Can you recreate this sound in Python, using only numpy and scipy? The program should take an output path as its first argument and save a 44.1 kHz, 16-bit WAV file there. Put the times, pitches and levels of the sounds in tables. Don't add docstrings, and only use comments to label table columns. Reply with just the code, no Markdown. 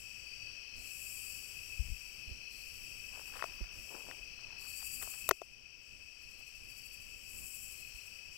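import sys
import numpy as np
from scipy import signal
from scipy.fft import rfft, irfft, next_fast_len
from scipy.io import wavfile

SR = 44100
rng = np.random.default_rng(int(sys.argv[2]) if len(sys.argv) > 2 else 0)


def file_out(sig):
    cols = np.atleast_2d(sig).T
    lim = np.clip(cols, -1, 1)
    pcm = np.round(lim * 32767).astype(np.int16)
    wavfile.write(sys.argv[1], SR, pcm)


N = 369116
T = np.arange(N) / SR

# start_s, end_s, level_db, hiss_db, swell_db, fade_db_per_s, beats_per_s, beat_depth_db
KATYDID_BOUTS = [(-.1, .02, -49, -5, 4.5, 26, 12, 1.5), (0.741, 1.581, -45, -1.8, 11, 25, 12.3, 0.5),
                 (1.445, 2.08, -54.5, -1, 2, 32, 11, 0.5), (2.489, 2.796, -56.3, 0.7, -1.5, 50, 13, 2),
                 (2.823, 3.144, -56, -2.5, -2, 50, 12.5, 0.5), (3.15, 3.42, -55.3, .8, 1, 60, 11.2, 4.5),
                 (3.707, 4.116, -54, -1.3, 4, 58, 12, 1), (4.57, 5.34, -43.3, -.8, 11, 65, 12, 4.2),
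                 (5.797, 6.597, -62.5, -5.5, -3.5, 22, 15, -0.5),
                 (6.185, 6.65, -64.7, 1.5, 1, 60, 11.9, 9.5), (6.66, 6.97, -55.3, 1.4, 1, 80, 12.4, 8),
                 (6.994, 7.25, -56, -2.5, -2, 50, 13, 1), (7.258, 7.79, -45.6, -1.3, 4, 90, 11.8, 3.2),
                 (7.82, 8.08, -55.5, -2, 0, 42, 10.1, 3), (8.294, 8.5, -56.5, -6.5, 0, 28, 12, 2)]
# frequency_hz, level_db
WING_SPECTRUM = [(5600, -37), (6600, -15), (7300, -7), (7850, -2), (8350, -6.5), (8900, -15),
                 (10500, -23.5)]
# frequency_hz, level_db
HISS_SPECTRUM = [(7500, -32), (9000, -8), (9900, -2.5), (10900, 2), (12500, 0), (14000, -3), (15700, -5)]
# pitch_hz, spread_hz, strokes_per_s, pitch_fall_hz, level_db
CRICKET_CHOIRS = [(2584, 60, 46, 106, -49), (2534, 170, 52, 254, -55.5), (3031, 200, 62, 305, -60.5),
                  (4678, 110, 43, 240, -57.5), (5567, 380, 71, 560, -55.5)]
# start_s, end_s, pitch_hz, level_db
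NEAR_TRILLS = [(0.208, .55, 4590, -54.5), (.468, .88, 4220, -63), (1.149, 1.6, 4630, -57),
               (2.031, 2.28, 4600, -60), (2.216, 2.68, 4220, -63), (2.505, 2.82, 4570, -59),
               (3.197, 3.65, 4670, -62.5), (3.49, 3.6, 14850, -64), (3.5, 3.64, 10750, -74),
               (4.24, 4.68, 4210, -63), (4.558, 4.84, 4590, -52), (4.76, 5.02, 4695, -53),
               (4.904, 5.18, 4440, -61.5), (5.73, 5.81, 14900, -69), (6.153, 6.52, 4240, -63.5),
               (6.675, 6.94, 4590, -53.5), (7.713, 8.06, 4235, -62.5)]
# time_s, strength_db, centre_hz, crack_db, right_db
CASE_CLICKS = [(3.402, -27, 1300, -17, -26), (3.424, -10.5, 1200, -39, -32), (3.4404, -13, 835, -15.5, -31),
               (3.944, -32, 580, -22, -27), (4.112, -23.5, 1940, -10, -28), (5.025, -26.5, 1630, 4.5, -26),
               (5.074, -28.5, 850, -23, -23), (5.2903, -8, 890, 4.5, -18), (5.3101, 5.5, 1130, -10, -15.5),
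               (5.3122, 1, 480, -8.5, -16.5), (5.417, -13.5, 640, -14.5, -18)]
# pitch_hz, ring_time_s (to fall by 60 dB), level_db
CASE_TONES = [(385, 0.023, -6), (660, 0.02, -2.5), (830, 0.0051, 3), (1090, 0.0073, 5), (1417, 0.012, -0.5),
              (1890, 0.011, 3), (2300, .004, -5)]
# frequency_hz, gain_db
CASE_RADIATION = [(90, -8), (260, -9.5), (370, 2), (2000, -1), (3800, 10), (9000, -17)]
# frequency_hz, level_db
DULL_CRACK = [(900, 1), (2000, 6), (3000, -2.5), (3900, -10.5), (4600, 1), (7000, -0.5), (9000, -20),
              (12500, -10), (15700, -19.5)]
# frequency_hz, level_db
BRIGHT_CRACK = [(1000, -7), (3700, -2), (5000, -10), (7000, -4), (9000, -5), (10200, -3), (11700, -2),
                (12100, 15), (12600, -9.5), (14000, 0), (15700, 0)]
# frequency_hz, gain_db
THROUGH_CASE = [(2000, 2.5), (6800, -2.5), (7800, -17.5), (15700, -23)]
# time_s, pitch_hz, left_db, right_db
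HAND_BUMPS = [(1.793, 54.6, -21.5, -62), (1.848, 63.5, -42, -65), (1.907, 44, -28, -60),
              (2.273, 60, -73, -38.5), (2.309, 67.4, -73, -34.5), (3.611, 45.7, -57, -28.5),
              (4.2, 39.8, -47, -54), (5.306, 75, -41, -53), (7.94, 45, -74, -41)]
# middle_s, half_length_s, centre_hz, left_db, right_db
FINGER_RUBS = [(1.869, 0.062, 33, -40.5, -71), (2.314, 0.029, 180, -83, -58), (3.173, 0.036, 785, -54, -84),
               (3.392, 0.075, 990, -51, -79), (3.613, 0.0048, 128, -76, -43.5), (3.64, .1, 1120, -60, -87),
               (3.943, 0.039, 476, -51, -80), (4.088, 0.074, 514, -56.5, -74), (4.551, .12, 880, -61, -87),
               (4.816, 0.02, 1500, -57, -80), (5.04, 0.019, 880, -49.5, -74), (5.129, .058, 1290, -59, -83),
               (6.414, .015, 650, -61, -76), (7.434, 0.005, 400, -60, -75)]
# frequency_hz, level_db
AIR_SPECTRUM = [(20, -5), (55, 5), (100, -2.5), (250, -8), (450, -1.5), (900, -8), (1900, -3.5), (2500, 6),
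                (3650, -9.5), (4100, -6.5), (5500, 9), (6500, -8), (9000, -23), (15700, -16.5)]
# frequency_hz, level_db
RUMBLE_SPECTRUM = [(20, -2.5), (45, -1), (100, -8.5), (250, -19), (500, -25.5), (900, -34), (2000, -37),
                   (4000, -48), (8000, -59.5), (15700, -47)]
# frequency_hz, gain_db
THROUGH_COVER = [(300, -13), (1200, -39), (2600, -33), (3600, -26), (4700, -27), (5500, -23), (6600, -40),
                 (8500, -38.5), (10500, -23), (12500, -33), (15700, -32)]


def katydids(far_wing_db=-67, far_hiss_db=-73.5, ticks_per_s=260, tick_decay_s=0.00033):
    wing_power, hiss_power = undb(far_wing_db) ** 2, undb(far_hiss_db) ** 2
    for start, end, db, hiss_db, *shape in KATYDID_BOUTS:
        power = (undb(db) * katydid_bout(start, end, *shape)) ** 2
        wing_power += power
        hiss_power += power * undb(hiss_db) ** 2
    strikes = rng.standard_normal((2, N))
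    hard = (rng.random(N) < ticks_per_s / SR) * undb(2.4 * rng.standard_normal(N))
    ticks = signal.lfilter([1], [1, -np.exp(-1 / (tick_decay_s * SR))], hard)
    strikes += level(ticks * rng.standard_normal((2, N)), -10)
    wing = level(colour(strikes[0], WING_SPECTRUM), -0.86) * np.sqrt(wing_power)
    hiss = level(colour(strikes[1], HISS_SPECTRUM), -0.5) * np.sqrt(hiss_power)
    return wing + hiss


def katydid_bout(start, end, swell_db, fade_db_per_s, beats_per_s, depth_db, attack_s=0.029):
    age = np.maximum(T - start, 0)
    progress = np.minimum(age / (end - start), 1)
    shape_db = -swell_db * (2 * progress - 1) ** 2 - fade_db_per_s * np.maximum(T - end, 0)
    beat = np.sin(np.pi * beats_per_s * age) ** 4 - 3 / 8
    return (1 - np.exp(-age / attack_s)) * undb(shape_db + depth_db * beat)


def cricket(t, hz, strokes_per_s, fall_hz, unsteady, scatter_db, slip, sounding_share=0.63):
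    strokes = rng.random() + np.cumsum(strokes_per_s * (1 + unsteady * wander(t, 4))) / SR
    stroke = strokes.astype(int)
    progress = np.minimum((strokes - stroke) / sounding_share, 1)
    strength, tooth = rng.standard_normal((stroke[-1] + 1, 2)).T
    arch = progress * (1 - progress)
    sag = fall_hz * sounding_share / strokes_per_s / 2 * arch
    cycles = hz * t + sag + slip * tooth[stroke]
    return undb(scatter_db * strength)[stroke] * arch * np.sin(2 * np.pi * cycles)


def cricket_choir(hz, spread_hz, strokes_per_s, fall_hz, db, singers=4):
    out = 0
    for offset in np.linspace(-1, 1, singers):
        own_rate = strokes_per_s * (1 + .03 * rng.standard_normal())
        song = cricket(T, hz + offset * spread_hz, own_rate, fall_hz, unsteady=.05, scatter_db=3.2, slip=1)
        out += undb(-5 * offset ** 2) * woods(song, echo_db=1.5)
    return level(out, db)


def near_trills(strokes_per_s=46, fade_s=0.03, half_echo_db=-58):
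    direct, scattered = np.zeros((2, N))
    for start, end, hz, db in NEAR_TRILLS:
        singing = (T > start) & (T < end)
        t = T[singing]
        song = cricket(t, hz, strokes_per_s, fall_hz=.03 * hz, unsteady=.015, scatter_db=1, slip=.25)
        echo = undb(.8 * (half_echo_db - db))
        fade = np.minimum(np.minimum(t - start, end - t) / fade_s, 1)
        song = level(song, db) * fade / np.hypot(1, echo)
        direct[singing] += song
        scattered[singing] += echo * song
    return direct + woods(scattered, echo_db=30)


def lone_tree_cricket():
    song = cricket(T, hz=2984, strokes_per_s=86.5, fall_hz=280, unsteady=.012, scatter_db=1.5, slip=.07)
    return woods(level(song, -63), echo_db=-4)


def case_clicks(crack_time_s=0.013):
    rings, cracks = np.zeros((2, 2, N))
    t = T[:2048]
    for time_s, db, centre_hz, crack_db, right_db in CASE_CLICKS:
        ring = 0
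        for k, (hz, ring_time_s, tone_db) in enumerate(CASE_TONES):
            ring_db = tone_db - 12 * np.log2(hz / centre_hz) ** 2 - 60 * t / ring_time_s
            ring += (-1) ** k * undb(ring_db) * np.sin(2 * np.pi * hz * t)
        add(rings, time_s, level(ring, -28), db, db + right_db)
        noise = colour(rng.standard_normal(len(t)), BRIGHT_CRACK if crack_db > 0 else DULL_CRACK)
        crack = level(noise * undb(-60 * t / crack_time_s), crack_db - 25.5)
        add(cracks, time_s, crack, db, db + right_db)
    cracks[1] = colour(cracks[1], THROUGH_CASE)
    return np.array([colour(side, CASE_RADIATION) for side in rings]) + cracks


def hand_bumps(rise_cycles=.58):
    out, t = np.zeros((2, N)), T[:8192]
    for time_s, hz, left_db, right_db in HAND_BUMPS:
        rise = hz * t / rise_cycles
        swell = (rise * np.exp(1 - rise)) ** 2
        add(out, time_s, -swell * np.sin(2 * np.pi * hz * t), left_db, right_db)
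    return out


def finger_rubs():
    out, t = np.zeros((2, N)), T[:SR // 2]
    octaves = np.linspace(-4, 4, 9)
    for middle_s, half_length_s, centre_hz, left_db, right_db in FINGER_RUBS:
        ticks = rng.standard_normal(len(t)) * undb(6.2 * wander(t, 300))
        band = np.transpose([centre_hz * 2 ** octaves, -4.1 * octaves ** 2])
        pressure = np.exp(-.5 * ((t - t.mean()) / half_length_s) ** 2)
        rub = level(colour(ticks, band), -0.47) * pressure
        add(out, middle_s - t.mean(), rub, left_db, right_db)
    return out


def night_air():
    return level(colour(rng.standard_normal(N), AIR_SPECTRUM), -54.5) * undb(.5 * wander(T, 2))


def rumble():
    return level(colour(rng.standard_normal(N), RUMBLE_SPECTRUM), -57) * undb(2.9 * wander(T, 14))


def woods(x, echo_db, echo_time_s=0.91):
    t = T[:SR // 2]
    tail = rng.standard_normal(len(t)) * undb(-60 * t / echo_time_s)
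    echo = undb(echo_db)
    path = echo * tail / np.linalg.norm(tail)
    path[0] += 1
    return signal.oaconvolve(x, path)[:N] / np.hypot(1, echo)


def undb(db):
    return 10 ** (np.asarray(db) / 20)


def level(x, db):
    return x * undb(db) / np.sqrt(np.mean(x ** 2) + 1e-20)


def colour(x, points):
    hz, db = np.transpose(points)
    size = next_fast_len(len(x))
    frequencies = np.maximum(np.arange(size // 2 + 1) * SR / size, 1)
    gain = undb(np.interp(np.log(frequencies), np.log(hz), db))
    return irfft(rfft(x, size) * gain, size)[:len(x)]


def wander(t, turns_per_s):
    place = (t - t[0]) * turns_per_s
    points = rng.standard_normal(int(place[-1]) + 2)
    return np.interp(place, np.arange(len(points)), points)


def add(out, time_s, sound, left_db, right_db):
    i = int(time_s * SR)
    out[:, i:i + len(sound)] += np.outer(undb([left_db, right_db]), sound[:N - i])


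def scene():
    tree_gain, ground_gain = undb(.9 - .2 * T), undb(.3 - .3 * T)
    choirs = sum(cricket_choir(hz, *song) * (tree_gain if hz < 4000 else ground_gain)
                 for hz, *song in CRICKET_CHOIRS)
    insects = choirs + near_trills() + tree_gain * lone_tree_cricket() + katydids()
    left = insects + night_air()
    right = rumble() + colour(woods(insects, echo_db=22), THROUGH_COVER)
    return np.array([left, right]) + case_clicks() + finger_rubs() + hand_bumps()


def record(dry, threshold_db=-15, max_cut_db=7, lag_s=.008, recovery_s=1.39, top_hz=15750):
    peak_db = 20 * np.log10(np.abs(dry).max(axis=0) + 1e-9)
    cut_db = np.clip(peak_db - threshold_db, 0, max_cut_db)
    fade = np.exp(-T / recovery_s)
    held_db = np.maximum.accumulate(cut_db / fade) * fade
    gain = undb(-np.interp(T - lag_s, T, held_db))
    treble_cut = signal.ellip(10, .2, 70, top_hz, fs=SR, output="sos")
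    return signal.sosfilt(treble_cut, dry * gain)


dry = scene()
out = record(dry)
file_out(out)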